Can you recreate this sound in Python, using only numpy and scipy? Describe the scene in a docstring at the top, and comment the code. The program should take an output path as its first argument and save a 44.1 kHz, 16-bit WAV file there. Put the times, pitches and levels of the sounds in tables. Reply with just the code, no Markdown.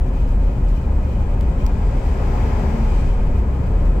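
"""Inside a car cruising on a motorway at night. From the start the road shakes the body into a deep
boom, with tyre roar and faint wind hiss above it. Near 1.4 s the car draws past a lorry: the wind sings
a little louder at the window seals and the plastic trim ticks twice. Around 2.5 s a bridge throws the
tyre noise back and briefly raises a drone, with bright hiss going in and coming out. The seals swell
again on the way out, and the open road returns."""
import sys
import numpy as np
from scipy import signal
from scipy.fft import rfft, irfft
from scipy.io import wavfile

SR = 44100
rng = np.random.default_rng(int(sys.argv[2]) if len(sys.argv) > 2 else 0)


def pcm_store(signal):
    """Save signal as 16-bit PCM."""
    levels = np.round(np.clip(np.atleast_2d(signal), -1, 1) * 32767)
    wavfile.write(sys.argv[1], SR, levels.astype(np.int16).T)


N = 176400
TIME = np.arange(N) / SR
FREQS = np.maximum(np.arange(N // 2 + 1) * SR / N, 1)

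# low resonances of the body, then higher ones of the cabin air: f/Hz, width/Hz, level/dB
BODY_MODES = [(19, 4, -30.5), (37.5, 10, -17.8), (66, 7, -22.9)]
CABIN_MODES = [(125.6, 19.2, -34), (165.7, 22.4, -37.5), (201.7, 10, -41.5)]
# how hard the road shakes them: t/s, relative level of the deepest two/dB, of the others/dB
ROAD_SHAKE = [(0, -1, -1), (.35, 1.5, 0), (.6, .5, -2.5), (.96, 3, -2.5), (1.06, -7, -1), (1.22, 2.5, -.5),
              (1.45, -1.5, 0), (2.05, -.5, -1.5), (2.25, -4, .5), (2.45, -1, .5), (2.7, -4.5, 1.5),
              (3.04, 3, -1), (3.33, 1.5, 0), (3.45, -4, -1), (3.66, -6, 1.5), (3.73, 3, 0), (4, 1, .5)]
BOOM_EVENNESS, BOOM_PAN_DB = .35, .6

# tone of the tyre roar and wind hiss on the open road: f/Hz, relative level/dB
ROAD_SPECTRUM = [(40, 1), (88, 1), (150, -7.5), (270, -10.5), (330, -17.5), (385, -17.5), (570, -16),
                 (680, -24), (900, -23.5), (1120, -29.5), (1300, -29.5), (1550, -35), (2500, -42),
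                 (3000, -50), (4000, -52.5), (6000, -60.5), (7800, -51.5), (9800, -76), (11500, -70),
                 (15500, -64)]
# the roar rides up and down with the road surface: t/s, gain/dB
SURFACE_GAIN = [(.8, -0.5), (1.5, 1), (3.3, .5), (4, 2)]
# tone of the roar thrown back by the bridge: f/Hz, relative level/dB
BRIDGE_SPECTRUM = [(40, -13), (75, 3.5), (125, 8), (190, -4.5), (320, -11), (390, -1.5), (550, -4),
                   (670, -9.5), (850, -3.5), (1120, -12), (1300, -13), (1550, -18.5), (2500, -19.5),
                   (3300, -29), (4000, -33), (4800, -30.5), (7800, -35.5), (9800, -46.5), (12000, -43),
                   (15500, -45.5)]
ROAD_DB, BRIDGE_DB = -24, -27.5
ENTER_S, LEAVE_S = 2.37, 2.634
APPROACH_DB_PER_S, RECEDE_DB_PER_S = 17.5, 16
# drone under the bridge: t/s, f/Hz, level/dB
DRONE_CURVE = [(2.2, 224, -50), (2.32, 224, -34), (2.6, 226, -34), (2.72, 226, -28.5), (2.83, 221, -25.5),
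               (2.91, 216, -40)]
DRONE_WAVER_HZ, DRONE_WAVER_PER_S, DRONE_FADE_S, DRONE_PAN_DB = 1.75, 8, .06, 1.5

# slips of the trim: t/s, snap level/dB, ring level/dB, left minus right/dB, lag of left/s
TRIM_SLIPS = [(1.4102, -23.5, -48, -3.5, 0), (1.6648, -27.5, -24, 1.5, .00037)]
# ring of the trim: f/Hz, relative level/dB, t60/s
TRIM_MODES = [(4850, -1.5, .003), (5950, -1, .0028), (7350, -3.5, .0028), (11300, -10, .004),
              (13900, -7.5, .0032), (15700, -12, .003)]
SNAP_HZ, SNAP_T60_S = 2400, .0009

# swells of bright hiss at either end of the bridge: t/s, level/dB
HISS_LEVEL = [(0, -65), (1.3, -62.5), (1.7, -57.5), (2.05, -54), (2.5, -60), (2.8, -54), (3.0, -49.5),
              (3.13, -55.5), (3.25, -66), (4, -92)]
# tone of that hiss: f/Hz, relative level/dB
HISS_SPECTRUM = [(1000, -17.5), (2000, -1), (3000, 0), (3800, -3), (5500, -6), (8000, -5), (9800, -19.5),
                 (15500, -29.5)]

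# wind singing at the window seals: f/Hz, width/Hz, base level/dB
SEAL_TONES = [(2450, 120, -56.3), (3020, 200, -61.5)]
# the singing swells beside the lorry and on the way out from the bridge: t/s, gain/dB
SEAL_GAIN = [(.9, 0), (1.35, 2.5), (2.15, 0), (2.8, 4.5), (3.1, 5), (3.42, 0)]
# tone of the fine, airy hiss: f/Hz, relative level/dB
AIR_SPECTRUM = [(2000, -13), (4000, 4.5), (7800, 0), (9800, -9.5), (11500, -2.5), (15500, -10)]
# brief puffs of that hiss: t/s, level before the envelope/dB
AIR_PUFFS = [(.682, -60), (2.07, -60)]
AIR_DB, FLUTTER_DB, FLUTTER_PER_S = -60.5, 1.8, 11
PUFF_ATTACK_S, PUFF_DECAY_S = .0015, .028

# narrow resonances of glass and panels that colour the tyre noise: f/Hz, width/Hz, gain/dB
PANEL_MODES = [(375.6, 34, 5.5), (715, 30, 4), (817, 16, 4.5), (1255, 80, 3), (1650, 90, 4.5),
               (1967, 54, 4.5), (2080, 59, -2.5), (2157, 43, 6), (2820, 91, -5.5), (4860, 100, 4)]
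RIPPLE_DB, RIPPLE_SPACING_HZ, RIPPLE_CENTRE_HZ = 1.8, 21.95, 1230   # the cabin's many lesser resonances
# where the roar sits in the stereo image: f/Hz, left minus right/dB
ROAR_PAN = [(60, 2), (200, 3), (450, 4.5), (1000, 7), (1300, 1.5), (1700, 6), (2400, 0), (3300, 8),
            (4500, -5), (7500, 6), (9800, -3.5), (13000, 6)]
# how alike the two sides of the cabin sound: f/Hz, coherence/0..1
STEREO_LIKENESS = [(250, 0.98), (550, 0.71), (850, 0.87), (1150, 0), (1600, 0), (2200, 0.7), (3500, 0)]
# how far the left side leads: f/Hz, phase/rad
LEFT_LEAD = [(200, -0.089), (600, 0.29), (860, 0.92), (1150, 0.39), (1650, -1.46), (1950, 0.43),
             (2900, -0.5), (5000, -.3)]


def body_boom():
    """The road shakes the low resonances of body and cabin; the deepest follow the bumps."""
    deep_db, upper_db = in_time(ROAD_SHAKE)
    modes = [from_db(db) * shaken(hz, width) for hz, width, db in BODY_MODES + CABIN_MODES]
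    deep = rms_one(from_db(deep_db)) * evened(sum(modes[:2]), BOOM_EVENNESS)
    upper = rms_one(from_db(upper_db)) * sum(modes[2:])
    return pan(BOOM_PAN_DB) * evened(deep + upper, BOOM_EVENNESS)


def tyre_roar(colour):
    """Tyres rolling on the road lay a steady bed of roar, with wind hiss on top."""
    surface_db, = in_time(SURFACE_GAIN)
    return from_db(ROAD_DB + surface_db) * diffuse(ROAD_SPECTRUM, colour * pan(over_hz(ROAR_PAN)))


def bridge_reflection(colour):
    """Reflected roar swells on the approach, holds under the deck and falls away behind."""
    approach_db = APPROACH_DB_PER_S * np.maximum(ENTER_S - TIME, 0)
    recede_db = RECEDE_DB_PER_S * np.maximum(TIME - LEAVE_S, 0)
    roar = diffuse(BRIDGE_SPECTRUM, colour * pan(over_hz(ROAR_PAN)))
    return from_db(BRIDGE_DB - approach_db - recede_db) * roar


def bridge_drone():
    """A wavering tone builds under the bridge, then sags and dies on the way out."""
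    hz, db = in_time(DRONE_CURVE)
    phase = 2 * np.pi * np.cumsum(hz + DRONE_WAVER_HZ * drift(DRONE_WAVER_PER_S)) / SR
    outside_s = np.abs(TIME - np.clip(TIME, DRONE_CURVE[0][0], DRONE_CURVE[-1][0]))
    envelope = from_db(db) * np.exp(-outside_s / DRONE_FADE_S)
    return pan(DRONE_PAN_DB) * envelope * np.sqrt(2) * np.sin(phase)


def trim_ticks():
    """Each slip of plastic is a sharp snap that sets the trim ringing for a few milliseconds."""
    ticks = np.zeros((2, N))
    for start, snap_db, ring_db, pan_db, lag in TRIM_SLIPS:
        since = TIME - start - np.array([[lag], [0]])
        age = np.maximum(since, 0)
        fall = -np.log(1000) * age   # 60 dB down after one t60
        snap = (since >= 0) * np.exp(fall / SNAP_T60_S) * np.cos(2 * np.pi * SNAP_HZ * age)
        ring = sum((-1) ** k * from_db(db) * np.exp(fall / t60) * np.sin(2 * np.pi * hz * age)
                   for k, (hz, db, t60) in enumerate(TRIM_MODES))
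        ticks += pan(pan_db) * (from_db(snap_db) * snap + from_db(ring_db) * ring)
    return ticks


def window_hiss(colour):
    """Bright tyre hiss, just right of centre, swells before the bridge and again after it."""
    db, = in_time(HISS_LEVEL)
    return from_db(db) * diffuse(HISS_SPECTRUM, colour * pan(db=-.5))


def wind():
    """Gusty air sings faintly at the seals, over a fine hiss with two short puffs."""
    gust = from_db(FLUTTER_DB * drift(FLUTTER_PER_S))
    seals = sum(from_db(db) * np.array([shaken(hz, width), shaken(hz, width)])
                for hz, width, db in SEAL_TONES)
    air_level = from_db(AIR_DB) * gust
    for start, db in AIR_PUFFS:
        age = np.maximum(TIME - start, 0)
        air_level += from_db(db) * (1 - np.exp(-age / PUFF_ATTACK_S)) * np.exp(-age / PUFF_DECAY_S)
    swell_db, = in_time(SEAL_GAIN)
    return gust * from_db(swell_db) * seals + air_level * diffuse(AIR_SPECTRUM, colour=1)


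def cabin_colour():
    """The cabin as an EQ: panel peaks and dips, plus a fine random ripple for each side."""
    panel_db = sum(db / (1 + (2 * (FREQS - hz) / width) ** 2) for hz, width, db in PANEL_MODES)
    knots = rng.standard_normal((2, N // 20))
    ripple = np.array([np.interp(FREQS / RIPPLE_SPACING_HZ, np.arange(len(k)), k) for k in knots])
    ripple_db = RIPPLE_DB * ripple / np.cosh(np.log(FREQS / RIPPLE_CENTRE_HZ))
    return from_db(panel_db + ripple_db)


def diffuse(spectrum, colour):
    """Noise filling the cabin, nearly mono in the bass and wide in the treble; rms 1."""
    mid, side = rfft(rng.standard_normal((2, N)))
    alike = over_hz(STEREO_LIKENESS)
    signs = np.array([[1], [-1]])
    pair = np.sqrt(1 + alike) * mid + signs * np.sqrt(1 - alike) * side
    phase_shift = np.exp(.5j * signs * over_hz(LEFT_LEAD))
    low_cut = 1 / (1 + (20 / FREQS) ** 4)   # rolls off below 20 Hz
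    return rms_one(irfft(pair * phase_shift * colour * low_cut * from_db(over_hz(spectrum)), N))


def shaken(hz, width_hz):
    """A resonance driven by random jolts, with steep skirts; rms 1."""
    response = 1 / (1 + 1j * (FREQS ** 2 - hz ** 2) / (2 * FREQS * width_hz))
    return rms_one(irfft(rfft(rng.standard_normal(N)) * response ** 2, N))


def evened(x, share):
    """Compress a share of the swings in level and keep the rms."""
    envelope = np.abs(signal.hilbert(rms_one(x)))
    return np.std(x) * rms_one(x / (envelope ** 2 + .5) ** (share / 2))


def drift(per_s):
    """Slow random wandering; rms 1."""
    return rms_one(irfft(rfft(rng.standard_normal(N)) / (1 + (FREQS / per_s) ** 2), N))


def in_time(rows):
    """Each column of an automation curve at every sample."""
    times, *columns = np.transpose(rows)
    return [np.interp(TIME, times, column) for column in columns]


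def over_hz(points):
    """A curve at every frequency, drawn on a log axis."""
    hz, value = np.transpose(points)
    return np.interp(np.log(FREQS), np.log(hz), value)


def pan(db):
    """Left and right gains; positive dB leans left."""
    return from_db(np.array([[.5], [-.5]]) * db)


def from_db(db):
    """Decibels to gain."""
    return 10 ** (np.asarray(db) / 20)


def rms_one(x):
    """Scale to rms 1."""
    return x / np.sqrt(np.mean(x ** 2) + 1e-20)


def scene():
    """The full mix, heard at the dashboard."""
    colour = cabin_colour()
    road = body_boom() + tyre_roar(colour) + bridge_reflection(colour) + window_hiss(colour)
    return road + wind() + bridge_drone() + trim_ticks()


def record(dry):
    """A steep low-pass takes off the top above 15.8 kHz."""
    return signal.sosfilt(signal.ellip(10, .1, 80, 15800, fs=SR, output="sos"), dry)


dry = scene()
out = record(dry)
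pcm_store(out)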